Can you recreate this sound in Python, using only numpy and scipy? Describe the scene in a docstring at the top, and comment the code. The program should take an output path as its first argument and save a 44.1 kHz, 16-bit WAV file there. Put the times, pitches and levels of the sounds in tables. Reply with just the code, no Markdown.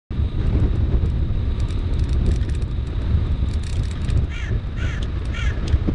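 """Crow over a country lane, from a bicycle.

The camera rides on the bicycle, so wind buffets its microphone. Close by, the tyres hiss on the
tarmac and a loose fitting rattles over the rough patches. A crow caws three times, harsh pulses
from its syrinx ringing throat, chest and beak, with a faint echo off the far trees."""
import sys
import numpy as np
from scipy import signal
from scipy.fft import rfft, irfft, next_fast_len
from scipy.io import wavfile
from scipy.ndimage import uniform_filter1d

SR = 44100
rng = np.random.default_rng(int(sys.argv[2]) if len(sys.argv) > 2 else 0)


def store_pcm(level_fs):
    """Save levels as 16-bit WAV."""
    pcm = np.round(np.clip(level_fs, -1, 1) * 32767).astype(np.int16)
    wavfile.write(sys.argv[1], SR, np.atleast_2d(pcm).T)


N = 261954
T = np.arange(N) / SR
LEAD_S = 0.015  # lead-in for the short fade-in before each tick's peak


def undb(db):
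    """Decibels to gain."""
    return 10 ** (np.asarray(db) / 20)


def unit(x):
    """Scale to rms 1."""
    return x / np.sqrt(np.mean(x ** 2) + 1e-20)


def steady(x, span_s=0.021):
    """Hold the running rms near 1, keeping faster flutter."""
    return x / np.sqrt(uniform_filter1d(x ** 2, int(span_s * SR)) + 0.0011 * np.mean(x ** 2))


def curves(table, at):
    """Interpolate a table's later columns along its first."""
    points, *columns = np.transpose(table)
    return [np.interp(at, points, column) for column in columns]


def add(out, start_s, x):
    """Mix x into out from start_s on."""
    i = int(start_s * SR)
    out[i:i + len(x)] += x[:N - i]


def wander(size, hz):
    """A smooth random drift of rms 1 that moves up to about hz times a second."""
    f = np.arange(size // 2 + 1) * SR / size
    return unit(irfft(rfft(rng.standard_normal(size)) * np.exp(-(f / hz) ** 2), size))


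def noise(spectrum):
    """Noise of rms 1, shaped by (Hz, dB) points."""
    hz, db = np.transpose(spectrum)
    size = next_fast_len(N, True)
    f = np.arange(size // 2 + 1) * SR / size
    gain = undb(np.interp(np.log(f + 1), np.log(hz), db))
    return unit(irfft(rfft(rng.standard_normal(size)) * gain, size)[:N])


def resonate(x, modes):
    """Parallel (Hz, width Hz, dB) resonances, each applied twice for deep valleys between them."""
    out = 0
    for hz, width, db in modes:
        b, a = signal.iirpeak(min(hz, 0.45 * SR), hz / width, SR)
        out = out + undb(db) * signal.lfilter(b, a, signal.lfilter(b, a, x))
    return out


def glide(x, hz, width_hz):
    """A moving resonance: shift its band down to zero, smooth twice and shift it back."""
    turn = np.exp(2j * np.pi * np.cumsum(hz) / SR)
    pole = np.exp(-np.pi * width_hz / SR)
    return (turn * signal.lfilter([(1 - pole) ** 2], [1, -2 * pole, pole ** 2], x / turn)).real


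def wind(flutter_db=-13, rush_share=0.26):
    """Buffeting right on the microphone swells in gusts; eddies shake the flutter and rush above it."""
    # Airflow between gusts. Each row: time in seconds, relative dB of the buffeting and of the rush.
    airflow = [(0.12, -23, -46.5), (0.33, -25, -56.5), (0.44, -22.5, -42.5), (0.56, -21, -45),
               (0.7, -19, -46), (1.25, -20, -48.5), (1.85, -21.5, -48.5), (2.2, -18.5, -45.5),
               (2.7, -23, -52.5), (3.03, -24, -45), (3.35, -20, -47.5), (3.7, -23.5, -50), (3.95, -26, -46),
               (4.08, -20.5, -44.5), (4.35, -26.5, -49.5), (4.72, -26.5, -47), (4.95, -24, -44),
               (5.15, -23.5, -44.5), (5.55, -26, -42.5), (5.94, -20, -44.5)]
    # Gusts. Each row: middle and length in seconds, lift in dB of the buffeting and of the flutter.
    gusts = [(0.218, 0.1, 5, 6.5), (0.427, 0.11, 5, 8.5), (0.545, 0.08, 6.5, 11.5), (0.626, 0.059, 4, 10),
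             (0.955, 0.054, 4.5, 8), (1.041, 0.037, 0.5, 6.5), (1.997, 0.036, 6, 1), (2.275, 0.072, 5, 8),
             (3.028, 0.074, 3.5, 4.5), (3.145, 0.12, 6.5, 1.5), (3.484, 0.05, 1, 1),
             (3.817, 0.077, 7.5, 3.5), (4.18, 0.12, 7.5, 6), (4.53, 0.11, 8, 11.5), (4.849, 0.087, 5, 8.5),
             (5.473, 0.13, 6, 1), (5.666, 0.09, 5.5, 9), (5.75, 0.025, 12, 7.5), (5.888, 0.031, 1, 14)]
    # The wind's low, middle and high bands. Each row: frequency in Hz, relative level in dB.
    buffet_spectrum = [(10, -16.5), (25, -2), (45, -2), (72, 3), (92, -2), (122, -5.5), (160, -16),
                       (260, -23), (600, -91), (3000, -120)]
    flutter_spectrum = [(80, -5.5), (170, 2), (250, -3), (360, -2.5), (480, -12.5), (750, -21.5),
                        (1500, -37), (4000, -69), (12000, -94)]
    rush_spectrum = [(300, 7), (600, 6), (850, -2.5), (1250, 1.5), (2500, -6), (5000, -17.5), (9000, -39),
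                     (13000, -61.5)]
    flow_db, rush_db = curves(airflow, T)
    low_lift_db, high_lift_db = np.zeros(N), np.zeros(N)
    for middle_s, length_s, low_db, high_db in gusts:
        swell = np.exp(-(2 * (T - middle_s) / length_s) ** 2)
        low_lift_db += low_db * swell
        high_lift_db += high_db * swell
    eddies = wander(N, hz=69)
    buffet = steady(noise(buffet_spectrum), span_s=0.16)
    flutter = unit(noise(flutter_spectrum) * undb(2.5 * eddies))
    rush = unit(noise(rush_spectrum) * undb(1.5 * eddies))
    return (undb(flow_db + 0.5 + low_lift_db) * buffet
            + undb(flow_db + flutter_db + high_lift_db) * flutter
            + undb(rush_db + 3.5 + rush_share * high_lift_db) * rush)


def tyres(gain_db=4, grain_db=2):
    """Close by, the tyres hiss, grainy with the lane's chippings, and the wheels whirr."""
    # The road surface. Each row: time in seconds, relative tyre noise in dB.
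    road = [(0.35, -55.5), (0.5, -57), (1.15, -58), (1.41, -56), (1.63, -53), (2.2, -56.5), (2.69, -57.5),
            (3.05, -55), (3.51, -54.5), (3.89, -56), (4.11, -55), (4.2, -59)]
    # Tyre hiss as coloured by the microphone. Each row: frequency in Hz, relative level in dB.
    hiss_spectrum = [(700, -25), (1400, -1.5), (2100, 3), (2900, 2), (3200, 0.5), (3550, 8), (4150, 2.5),
                     (4500, -8.5), (5000, -8.5), (5400, -25), (6400, -15), (7400, -23.5), (8100, -16),
                     (8800, -19.5), (10500, -29.5), (12000, -56)]
    # Resonances of the rolling wheels. Each row: frequency and width in Hz, gain in dB.
    wheel_modes = [(950, 95, 7.5), (1205, 150, 8), (1680, 120, 1.5), (1880, 130, -2), (2400, 300, -7),
                   (3790, 160, 5.5), (4750, 350, -16)]
    road_db, = curves(road, T)
    hiss = noise(hiss_spectrum) * undb(grain_db * wander(N, hz=90))
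    whirr = undb(1.2) * unit(resonate(rng.standard_normal(N), wheel_modes))
    return undb(road_db + gain_db) * (hiss + whirr)


def contact(modes, peak_s, rise_s, decay_s, buzz_db, buzz_s):
    """Two parts snap together at LEAD_S + peak_s and buzz apart in tiny impacts that ring their modes."""
    t = T[:SR // 20] - LEAD_S - peak_s
    snap = np.exp(-np.abs(t) / np.where(t < 0, rise_s, decay_s))
    buzz = undb(buzz_db) * np.exp(-np.abs(t) / np.where(t < 0, buzz_s / 2, buzz_s))
    impacts = rng.laplace(size=len(t))
    impacts[np.argmin(np.abs(t))] = 7  # the one hard blow
    ring = resonate((snap + buzz) * impacts, modes)
    return ring / np.sqrt(uniform_filter1d(ring ** 2, SR // 500).max())  # loudest 2 ms at rms 1


def tick(detune=0.04, spread_db=3):
    """The loose fitting strikes, never quite on the same spot: bright snap, low knock, thin after-ring."""
    # The fitting's three sets of resonances. 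Each row: frequency and width in Hz, gain in dB.
    snap_modes = [(4490, 2030, 19), (5420, 720, 14), (7530, 1600, 16.5), (8470, 1540, 10.5),
                  (9900, 300, -12), (14300, 740, -4)]
    knock_modes = [(1870, 600, 3.5), (2350, 640, 4.9), (3696, 250, 7.5)]
    ring_modes = [(5970, 180, -6), (8420, 240, 0.5), (10240, 200, -7)]
    chance = rng.uniform(-1, 1, (len(snap_modes), 2))
    struck = [(hz * (1 + detune * shift), width, db + spread_db * lift)
              for (hz, width, db), (shift, lift) in zip(snap_modes, chance)]
    snap = contact(struck, peak_s=0.0022, rise_s=0.0011, decay_s=0.0012, buzz_db=-12.5, buzz_s=0.013)
    knock = contact(knock_modes, peak_s=0.00069, rise_s=0.0016, decay_s=0.0053,
                    buzz_db=-37, buzz_s=0.006)
    ring = contact(ring_modes, peak_s=0.002, rise_s=0.001, decay_s=0.008, buzz_db=-11, buzz_s=0.015)
    return snap + undb(-3) * knock + undb(-22) * ring


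def rattles(tick_db=-2, clack_db=-3, chatter_db=-5, strays_per_s=3.4):
    """Close to the microphone, bumps shake the fitting, the frame chatters and something clacks."""
    # Further single ticks, many following closely on one another, sharp clacks and dull frame chatter. Each
    # row: time in seconds, relative peak in dB.
    ticks = [(0.468, -45), (0.5994, -46.5), (0.756, -47.5), (1.6, -33), (1.7892, -46.5), (1.936, -42),
             (1.993, -34), (2.038, -37), (2.412, -48), (2.448, -44), (2.621, -36.5), (2.711, -44),
             (2.8703, -41), (3.0176, -48), (3.318, -50), (3.593, -53), (3.673, -39), (3.693, -39),
             (3.7275, -32.5), (3.766, -38.5), (3.7927, -37.5), (3.833, -37), (4.016, -40), (4.046, -36),
             (4.101, -31), (4.173, -39.5), (4.243, -52), (5.2534, -35.5)]
    clacks = [(3.756, -33), (5.0273, -23.5), (5.6786, -24)]
    chatter = [(2.308, -34), (2.4112, -35), (2.4284, -31.5), (2.49, -28), (2.537, -37), (3.9543, -35),
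               (3.9732, -34), (4.087, -26.5), (5.727, -27.5)]
    # The fitting bouncing. Each row: start in seconds, number of ticks, gap in seconds, relative
    # first peak in dB, growth to the last in dB, offset of every second tick in dB.
    bounces = [(1.0582, 2, 0.041, -44.5, -2, 1), (1.685, 3, 0.02, -42, 0, 7),
               (2.0916, 2, 0.037, -37, 4.5, -0.5), (2.2622, 2, 0.025, -35.5, -3, -0.5),
               (2.3151, 3, 0.022, -35, 2.5, -6), (2.4953, 3, 0.027, -35.5, 1.5, -10),
               (3.486, 3, 0.025, -43.5, 11, 0.5), (3.6349, 3, .031, -32, 0.5, 2),
               (3.853, 3, .029, -33, 2.5, -8)]
    # Resonances of the clacking part and the frame. Each row: frequency and width in Hz, gain in dB.
    clack_modes = [(3270, 1000, -2), (4830, 460, -11.5), (6300, 1000, -14.5), (8240, 490, -18.5)]
    frame_modes = [(1790, 660, 0), (2460, 410, -5), (3180, 1230, -3.5), (4700, 730, -16)]
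    out = np.zeros(N)
    for s, db in ticks:
        add(out, s - LEAD_S, undb(db + tick_db) * tick())
    for s, count, gap_s, first_db, growth_db, rebound_db in bounces:
        for k, grown_db in enumerate(np.linspace(0, growth_db, round(count))):
            db = first_db + grown_db + rebound_db * (k % 2)
            add(out, s + k * gap_s - LEAD_S, undb(db + tick_db) * tick())
    for s, db in clacks:
        clack = contact(clack_modes, peak_s=0.0017, rise_s=0.00051, decay_s=0.00097,
                        buzz_db=-11, buzz_s=0.012)
        add(out, s - LEAD_S, undb(db + clack_db) * clack)
    for s, db in chatter:
        shake = contact(frame_modes, peak_s=0.0015, rise_s=0.00088, decay_s=0.0026,
                        buzz_db=-9, buzz_s=0.032)
        add(out, s - LEAD_S, undb(db + chatter_db) * shake)
    for when, strength in rng.random((round(strays_per_s * T[-1]), 2)):  # faint stray ticks
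        add(out, when * T[-1], undb(-58.75 + 7 * strength) * tick())
    return out


def syrinx(pitch_hz, strain, throb_db, hoarseness, throb_hz=47, doubling=0.6):
    """Unsteady membranes chop the breath into pulses; returns the voice and an airy one for the rasp."""
    size = len(pitch_hz)
    # A slow, uneven second oscillation shakes both pitch and level: the harsh throb.
    throb = 2 * np.pi * np.cumsum(throb_hz * (1 + 0.2 * wander(size, hz=42))) / SR
    jitter = 0.0263 * wander(size, hz=320) + 0.0132 * wander(size, hz=40) - 0.026 * np.cos(throb)
    roughness = undb(strain * (throb_db * np.sin(throb) + wander(size, hz=220)))
    phase = 2 * np.pi * np.cumsum(pitch_hz * (1 + strain * jitter)) / SR
    # The overtones arrive out of step, which smears the pulses.
    pulses = unit(sum(np.cos(k * phase + 2 * np.pi * rng.random()) for k in range(2, 28)))
    air = unit(rng.standard_normal(size) * (1 + 0.5 * np.cos(phase)))
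    alternation = doubling * pulses * np.cos(phase / 2)  # strong and weak pulses take turns
    voice = roughness * (pulses + hoarseness * strain ** 2 * (air + alternation))
    return voice, roughness * (pulses + 0.78 * air)


def rasp(airy_voice, closing, open_hz=6370, shut_hz=5800):
    """The airy voice rings high resonances and a hiss that sinks as the beak closes."""
    # The steady treble resonances. Each row: frequency and width in Hz, gain in dB.
    rasp_modes = [(4700, 420, -9), (5900, 2050, 12.5), (9600, 3000, -12), (13000, 3100, -14)]
    hiss = glide(airy_voice, open_hz + (shut_hz - open_hz) * closing, width_hz=1100)
    return steady(resonate(airy_voice, rasp_modes)) + undb(-1.5) * steady(hiss)


def caw(length_s, top_hz, scoop, sag, level_db, chest_db, dip_db, throb_db, hoarseness,
        crest_s=0.078, open_hz=2310, shut_hz=1590):
    """The beak opens to a crest and closes; pitch, throat resonance and level follow the same arch."""
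    # The bird's resonances. Each row: frequency and width in Hz, gain in dB.
    side_cavity = [(1980, 330, -3.5)]
    windpipe_modes = [(1750, 100, -7)]
    chest_modes = [(1465, 260, 0)]
    beak_modes = [(2654, 520, 1), (3105, 290, 0.5)]
    t = T[:int(length_s * SR)]
    to_open = np.clip(1 - t / crest_s, 0, 1)
    closing = np.clip((t - crest_s) / (length_s - crest_s), 0, 1)
    crest = np.exp(-((t - crest_s) / 0.03) ** 2)
    pitch_hz = top_hz * (1 - scoop * to_open ** 2 - sag * closing ** 2)
    strain = 1 - 0.6 * closing  # the roughness calms towards the end
    voice, airy_voice = syrinx(pitch_hz, strain, throb_db, hoarseness)
    voice = voice - resonate(voice, side_cavity)  # the throat's side cavity swallows one band
    throat_hz = open_hz + (shut_hz - open_hz) * (to_open ** 2 + closing)
    throat = glide(voice, throat_hz, width_hz=440)
    # Around the crest the chest takes over from the throat.
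    sound = undb(-dip_db * crest) * steady(throat)
    sound += undb(chest_db - 7.5 * (1.5 - crest)) * steady(resonate(voice, chest_modes))
    sound += np.sqrt(closing) * resonate(voice / np.std(throat), windpipe_modes)
    release_db = -5.5 * np.clip(1 - (length_s - t) / 0.026, 0, 1)  # beak and rasp fade first
    sound += undb(-6.5 + release_db) * steady(resonate(voice, beak_modes))
    sound += undb(-22.5 + 3.5 * closing + release_db) * rasp(airy_voice, closing)
    # The voice swells, tires as the pitch sags, and catches just before its last push.
    effort_db = level_db - 10.5 * np.clip(1 - t / 0.059, 0, 1) - 6 * closing ** 2
    catch_db = -6 * np.exp(-((length_s - 0.031 - t) / 0.0089) ** 2)
    fade = np.clip(np.minimum(t, length_s - t) / 0.015, 0, 1)
    return undb(effort_db + catch_db) * sound * fade


def scatter(x, t60_s):
    """Half a second of countless small reflections, falling at 60 dB per t60_s."""
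    t = T[:SR // 2]
    response = rng.standard_normal(len(t)) * undb(-60 * t / t60_s)
    return signal.fftconvolve(x, response / np.linalg.norm(response))[:N]


def crow():
    """Three caws reach the microphone directly, off the near hedge and dully off the far trees."""
    # Each row: start and length in seconds, top pitch in Hz, scoop up to it and sag after it as shares,
    # relative level, chest level, throat dip at the crest and throb depth in dB, hoarseness from 0 to 1.
    caws = [(4.288, 0.218, 472.7, 0.19, 0.4, -34.5, -3.5, 2, 3, .45),
            (4.757, 0.24, 487.3, 0.26, 0.4, -34, 4.5, 9, 2, 0.9),
            (5.317, .203, 464.6, .11, .29, -30, -0.5, 4.5, 4, .42)]
    # The bands the trees send back. Each row: frequency and width in Hz, gain in dB.
    tree_bands = [(1695, 95, 3), (2500, 1100, -9)]
    direct = np.zeros(N)
    for start_s, *shape in caws:
        add(direct, start_s, caw(*shape))
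    hedge = undb(-8) * scatter(direct, t60_s=0.1)
    trees = undb(-5) * resonate(scatter(direct, t60_s=1.0), tree_bands)
    return undb(-0.4) * (direct + hedge) + trees


def scene():
    """The lane in mono, as heard from the moving bicycle."""
    return (crow() + wind() + tyres() + rattles())[None]


def record(dry, start_s=0.106, ceiling=0.64, top_hz=15500):
    """After a brief silence the camera rounds the strongest buffets; the treble is dull, the top cut."""
    # Treble dulled by about 9 dB above 11 kHz. Each row: frequency in Hz, gain in dB.
    treble_shelf = [(10000, 0), (10800, -1.5), (11700, -9.5), (15000, -9)]
    fade_in = np.clip((T - start_s) / 0.001, 0, 1)
    rounded = ceiling * np.tanh(dry * fade_in / ceiling)
    size = next_fast_len(N + SR // 10, True)
    treble_db, = curves(treble_shelf, np.arange(size // 2 + 1) * SR / size)
    dulled = irfft(rfft(rounded, size) * undb(treble_db), size)[:, :N]
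    lowpass = signal.ellip(8, 0.2, 70, top_hz, fs=SR, output="sos")
    return signal.sosfilt(lowpass, dulled)


dry = scene()
out = record(dry)
store_pcm(out)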